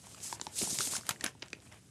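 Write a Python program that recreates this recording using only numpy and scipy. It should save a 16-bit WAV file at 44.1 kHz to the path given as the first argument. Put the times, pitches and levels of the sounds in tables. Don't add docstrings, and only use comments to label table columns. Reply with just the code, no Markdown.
import sys
import numpy as np
from scipy import signal
from scipy.fft import rfft, irfft, next_fast_len
from scipy.io import wavfile
from scipy.ndimage import uniform_filter1d, map_coordinates

SR = 44100
rng = np.random.default_rng(int(sys.argv[2]) if len(sys.argv) > 2 else 0)


def put_to_file(sound):
    columns = np.atleast_2d(sound).T
    safe = np.clip(columns, -1, 1)
    whole_steps = np.round(safe * 32767)
    wavfile.write(sys.argv[1], SR, whole_steps.astype(np.int16))


N = 83790


def amp(db):
    return 10 ** (np.asarray(db) / 20)


def unit(x):
    return x / np.sqrt(np.mean(x ** 2) + 1e-20)


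def along(points, hz):
    freqs, values = np.transpose(points)
    return np.interp(np.log(hz + 1), np.log(freqs + 1), values)


def envelope(rows):
    times, levels = np.transpose(rows)
    return amp(np.interp(np.arange(N) / SR, times, levels))


def filtered(x, response):
    size = next_fast_len(len(x) + 8192)
    return irfft(rfft(x, size) * response(np.fft.rfftfreq(size, 1 / SR)), size)[:len(x)]


def band(x, low_hz, high_hz):
    x = signal.sosfilt(signal.butter(1, low_hz, "high", fs=SR, output="sos"), x)
    return signal.sosfilt(signal.butter(5, min(high_hz, SR / 2.2), fs=SR, output="sos"), x)


def patchy(x, depth_db):
    spectrum = signal.stft(x, nperseg=256)[2]
    patches = uniform_filter1d(rng.standard_normal(spectrum.shape), size=9, axis=0)
    patches = unit(uniform_filter1d(patches, size=9, axis=1))
    return unit(signal.istft(spectrum * amp(depth_db * patches), nperseg=256)[1][:N])


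def grains(tone, per_second, spread_db, clump_db, clump_hz, hiss):
    happens = rng.random(N) < per_second / SR
    sizes = amp(spread_db * rng.exponential(size=N))
    ticks = unit(happens * sizes * rng.standard_normal(N))
    texture = ticks + hiss * rng.standard_normal(N)
    swell = map_coordinates(rng.standard_normal(N), [np.arange(N) * clump_hz / SR])
    return unit(filtered(texture * amp(clump_db * swell), lambda hz: amp(along(tone, hz))))


def room_tone():
    # (frequency [Hz], relative level [dB])
    tone = [(30, -90), (60, -5.5), (106, 1.5), (200, -6.5), (300, -17), (500, -34.5), (1500, -27),
            (4000, -30.5), (9000, -44.5), (16000, -52)]
    return amp(-61) * unit(filtered(rng.standard_normal(N), lambda hz: amp(along(tone, hz))))


def room_echo(x):
    # (frequency [Hz], time to fade by 60 dB [s])
    fade_times = [(200, 0.2), (2000, 0.14), (10000, 0.11)]
    out = np.zeros(N + SR)
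    step, delay = SR // 5, 200
    for i in range(0, N, step):
        hz, t, noise = signal.stft(rng.standard_normal(SR // 3), SR, nperseg=256)
        fade = amp(-60 * t / along(fade_times, hz)[:, None])
        tail = signal.istft(noise * fade, SR, nperseg=256)[1]
        echo = signal.fftconvolve(x[i:i + step], tail / np.linalg.norm(tail))
        out[i + delay:][:len(echo)] += echo
    return out[:N]


def jacket_flex():
    # (time [s], pitch [Hz], level [dB], length [s])
    thumps = [(.075, 150, -50, 0.01), (0.328, 310, -43.5, 0.0073), (0.397, 303, -46, 0.0085),
              (0.417, 250, -38.5, 0.0055), (0.474, 300, -36.5, 0.0048), (0.612, 398, -29, 0.0098),
              (.62, 186, -32.5, 0.018), (.675, 179, -41, 0.01), (.725, 187, -34, 0.0081),
              (.787, 144, -40, 0.016), (0.797, 379, -37, 0.017), (0.867, 266, -39.5, 0.02),
              (.925, 152, -43, 0.01), (.975, 115, -42, .02), (1.101, 139, -38.5, 0.016),
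              (1.2393, 310, -34, 0.0096), (1.255, 232, -38, 0.014), (1.283, 137, -46, 0.019),
              (1.426, 346, -39.5, 0.0078), (1.532, 335, -37, 0.0043)]
    # (time [s], level [dB])
    levels = [(0, -65.5), (.3, -61), (.5, -60), (.585, -65), (.62, -53.5), (.8, -54.5), (.98, -52.5),
              (1.03, -64), (1.1, -56), (1.17, -63), (1.26, -55), (1.34, -64), (1.55, -63.5), (1.75, -63.5),
              (1.9, -75.5)]
    # (frequency [Hz], relative level [dB])
    tone = [(45, -51), (70, -19), (120, -0.5), (200, -1), (350, -2.5), (600, -10.5), (1200, -37)]
    out, t = np.zeros(N + SR), np.arange(4096) / SR
    for start, hz, db, length in thumps:
        age = t / length
        puff = age * np.exp(1 - np.e * age * age)
        roughness = 0.4 * unit(band(rng.standard_normal(len(t)), hz, hz * 2))
        wave = np.sin(2 * np.pi * hz * t) + roughness
        out[round(start * SR):][:len(t)] += amp(db) * puff * wave
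    rumble = grains(tone, per_second=300, spread_db=0.5, clump_db=2, clump_hz=30, hiss=1.5)
    return out[:N] + envelope(levels) * rumble


def film_crumple():
    # (time [s], level [dB])
    levels = [(0, -63), (.14, -63.5), (.27, -59), (.38, -62.5), (.53, -63), (.62, -53.5), (.8, -52),
              (.9, -55.5), (.96, -44.5), (1.03, -66.5), (1.11, -42.5), (1.18, -74), (1.25, -39.5),
              (1.29, -54), (1.33, -68), (1.4, -79), (1.44, -56), (1.5, -78), (1.55, -66), (1.6, -73),
              (1.715, -65), (1.725, -58), (1.76, -61.5), (1.8, -71.5), (1.9, -80)]
    # (frequency [Hz], relative level [dB])
    tone = [(300, -35), (600, 3), (1300, -2), (3000, -2.5), (7000, -25), (14000, -23)]
    creases = grains(tone, per_second=700, spread_db=1.06, clump_db=3.84, clump_hz=60.18, hiss=1.0)
    return envelope(levels) * creases


def film_slide():
    # (time [s], level [dB])
    levels = [(0, -60.5), (.1, -55.5), (.2, -56.5), (.24, -41), (.3, -45), (.35, -46.5), (.38, -66.5),
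              (.44, -53), (.5, -60), (.55, -47.5), (.585, -34.5), (.605, -36.5), (.622, -34.5), (.65, -35),
              (.69, -39.5), (.73, -35.5), (.775, -39), (.815, -34), (.835, -36.5), (.865, -33.5),
              (.9, -40.5), (.925, -35.5), (.94, -37), (.96, -35.5), (.98, -42.5), (1.0, -53.5), (1.05, -57),
              (1.11, -48), (1.14, -58), (1.19, -64.5), (1.27, -48), (1.32, -69.5), (1.6, -68.5),
              (1.65, -63), (1.715, -66), (1.725, -62), (1.77, -65.5), (1.9, -68)]
    # (frequency [Hz], relative level [dB])
    tone = [(900, -22), (1500, -19.5), (3000, -10.5), (5000, -2), (7000, 1), (8500, 0.5), (11000, -4.5),
            (13000, -12), (16000, -17)]
    slips = grains(tone, per_second=4000, spread_db=0.69, clump_db=1.1, clump_hz=150, hiss=1.77)
    return envelope(levels) * patchy(slips, depth_db=1.56)


def crease_snaps():
    # (time [s], ring pitch [Hz], ring level [dB], ring length [s],
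    # crack low edge [Hz], crack high edge [Hz], crack level [dB], crack time to fade by 60 dB [s])
    snaps = [(0.041, 790, -51, 0.0023, 2500, 8500, -56, 0.0074),
             (0.0687, 940, -43.5, 0.0023, 3200, 9200, -45.5, 0.0087),
             (0.123, 570, -51, 0.0012, 2720, 8200, -57, 0.0064),
             (0.1463, 1280, -44.5, 0.0028, 1900, 7900, -42, 0.0069),
             (0.2024, 575, -54, 0.0016, 2700, 5970, -43.5, 0.0085),
             (0.3268, 930, -28.5, 0.0042, 3130, 8450, -32.5, 0.013),
             (0.398, 910, -36.5, 0.0015, 2300, 5200, -40.5, 0.012),
             (0.4136, 950, -41, 0.0051, 3760, 7850, -26, 0.0096),
             (0.4679, 878, -30.5, 0.0045, 2560, 7500, -31, 0.0073),
             (0.5896, 420, -40, 0.0018, 7700, 11800, -22.5, 0.0046),
             (0.5933, 2620, -53, 0.0016, 7260, 11000, -33, 0.008),
             (0.6178, 407, -40.5, 0.0025, 2600, 9300, -31, 0.012),
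             (0.635, 454, -25, 0.00096, 2500, 9000, -53, 0.008),
             (0.674, 840, -32.5, 0.0026, 2100, 10100, -35, 0.0094),
             (0.787, 2140, -30.5, 0.0016, 2360, 8000, -21, 0.0083),
             (0.806, 1345, -28.5, 0.0031, 2290, 8200, -29, 0.017),
             (0.8727, 774, -39.5, 0.0036, 2600, 8800, -27.5, 0.0053),
             (0.936, 1028, -27.5, 0.0012, 3600, 9250, -36.5, 0.008),
             (0.953, 1460, -32, 0.003, 1900, 8800, -52, 0.0071),
             (0.9658, 1040, -37.5, 0.0025, 2200, 8650, -28.5, 0.012),
             (1.01, 1160, -42, 0.0018, 2200, 9700, -41.5, 0.0093),
             (1.0338, 1460, -43, 0.0017, 1800, 6700, -60, 0.008),
             (1.067, 2660, -41, 0.001, 2400, 11000, -36, 0.011),
             (1.0914, 1090, -14.5, 0.0004, 3400, 13500, -19.5, 0.016),
             (1.0945, 1320, -24.5, 0.0011, 1900, 4070, -33.5, 0.011),
             (1.1082, 1440, -29.5, 0.0026, 2000, 7600, -27, 0.0086),
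             (1.1105, 1560, -43, 0.0025, 8000, 12500, -25.5, 0.0046),
             (1.1608, 1860, -42, 0.0017, 1800, 2800, -51, 0.008),
             (1.2095, 1860, -36.5, 0.0044, 1870, 8300, -34.5, 0.017),
             (1.24, 547, -29.5, 0.0033, 1210, 6500, -24.5, 0.0094),
             (1.2428, 1580, -26, 0.0016, 6100, 12000, -20.5, 0.008),
             (1.2545, 1530, -39, 0.0023, 1900, 6600, -55, 0.009),
             (1.2629, 1594, -27.5, 0.0031, 1890, 7340, -23, 0.0069),
             (1.278, 1810, -43, 0.0072, 1800, 3200, -59, 0.0071),
             (1.351, 870, -49.5, 0.003, 1900, 8500, -61, 0.008),
             (1.396, 410, -66, 0.0016, 2000, 8800, -53.5, 0.0062),
             (1.4226, 2560, -51, 0.00052, 1980, 5860, -34.5, 0.021),
             (1.427, 2110, -22, 0.00055, 2460, 6000, -34, 0.0061),
             (1.4604, 410, -67, 0.0018, 4500, 9100, -51, 0.008),
             (1.483, 410, -72, 0.0018, 3000, 8700, -47.5, 0.012),
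             (1.5033, 410, -64, 0.0018, 2300, 9200, -48, 0.008),
             (1.5308, 2520, -31, 0.003, 2130, 6600, -31, 0.0086),
             (1.5499, 2820, -48, 0.002, 2600, 5400, -51, 0.008),
             (1.6019, 700, -62, 0.0018, 2800, 5300, -51.5, 0.008),
             (1.621, 450, -60, 0.0018, 2000, 8700, -55, 0.009),
             (1.673, 2490, -51, 0.0023, 1900, 7500, -69, 0.008),
             (1.7243, 2030, -48, 0.0034, 1900, 8500, -47.5, 0.0073)]
    out, t = np.zeros(N + SR), np.arange(2048) / SR
    for start, ring_hz, ring_db, length, low_hz, high_hz, crack_db, decay in snaps:
        crack_noise, ring_noise = rng.standard_normal((2, len(t)))
        rise = 1 - np.exp(-t / 0.0003)
        fade = np.exp(-(t / max(length, 0.0005)) ** 2)
        roughness = 0.16 * unit(band(ring_noise, ring_hz / 2, ring_hz * 2))
        ring = rise * fade * (np.sin(2 * np.pi * ring_hz * t) + roughness)
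        crack = band(crack_noise * amp(-60 * t / decay), low_hz, high_hz)
        crack /= np.sqrt(np.sum(crack ** 2) / (decay * SR / np.log(1e6)))
        out[round(start * SR):][:len(t)] += amp(ring_db) * ring + amp(crack_db) * crack
    return out[:N]


def scene():
    film = crease_snaps() + film_slide() + film_crumple()
    mono = room_tone() + film + amp(-15) * room_echo(film) + jacket_flex()
    return np.array([mono, mono])


def record(dry):
    treble_hz, bass_hz, top_hz = 12300, 58, 16100
    dry = signal.sosfilt(signal.butter(4, treble_hz, fs=SR, output="sos"), dry)
    dry = signal.sosfilt(signal.butter(3, bass_hz, "high", fs=SR, output="sos"), dry)
    return np.array([filtered(channel, lambda hz: hz < top_hz) for channel in dry])


dry = scene()
out = record(dry)
put_to_file(out)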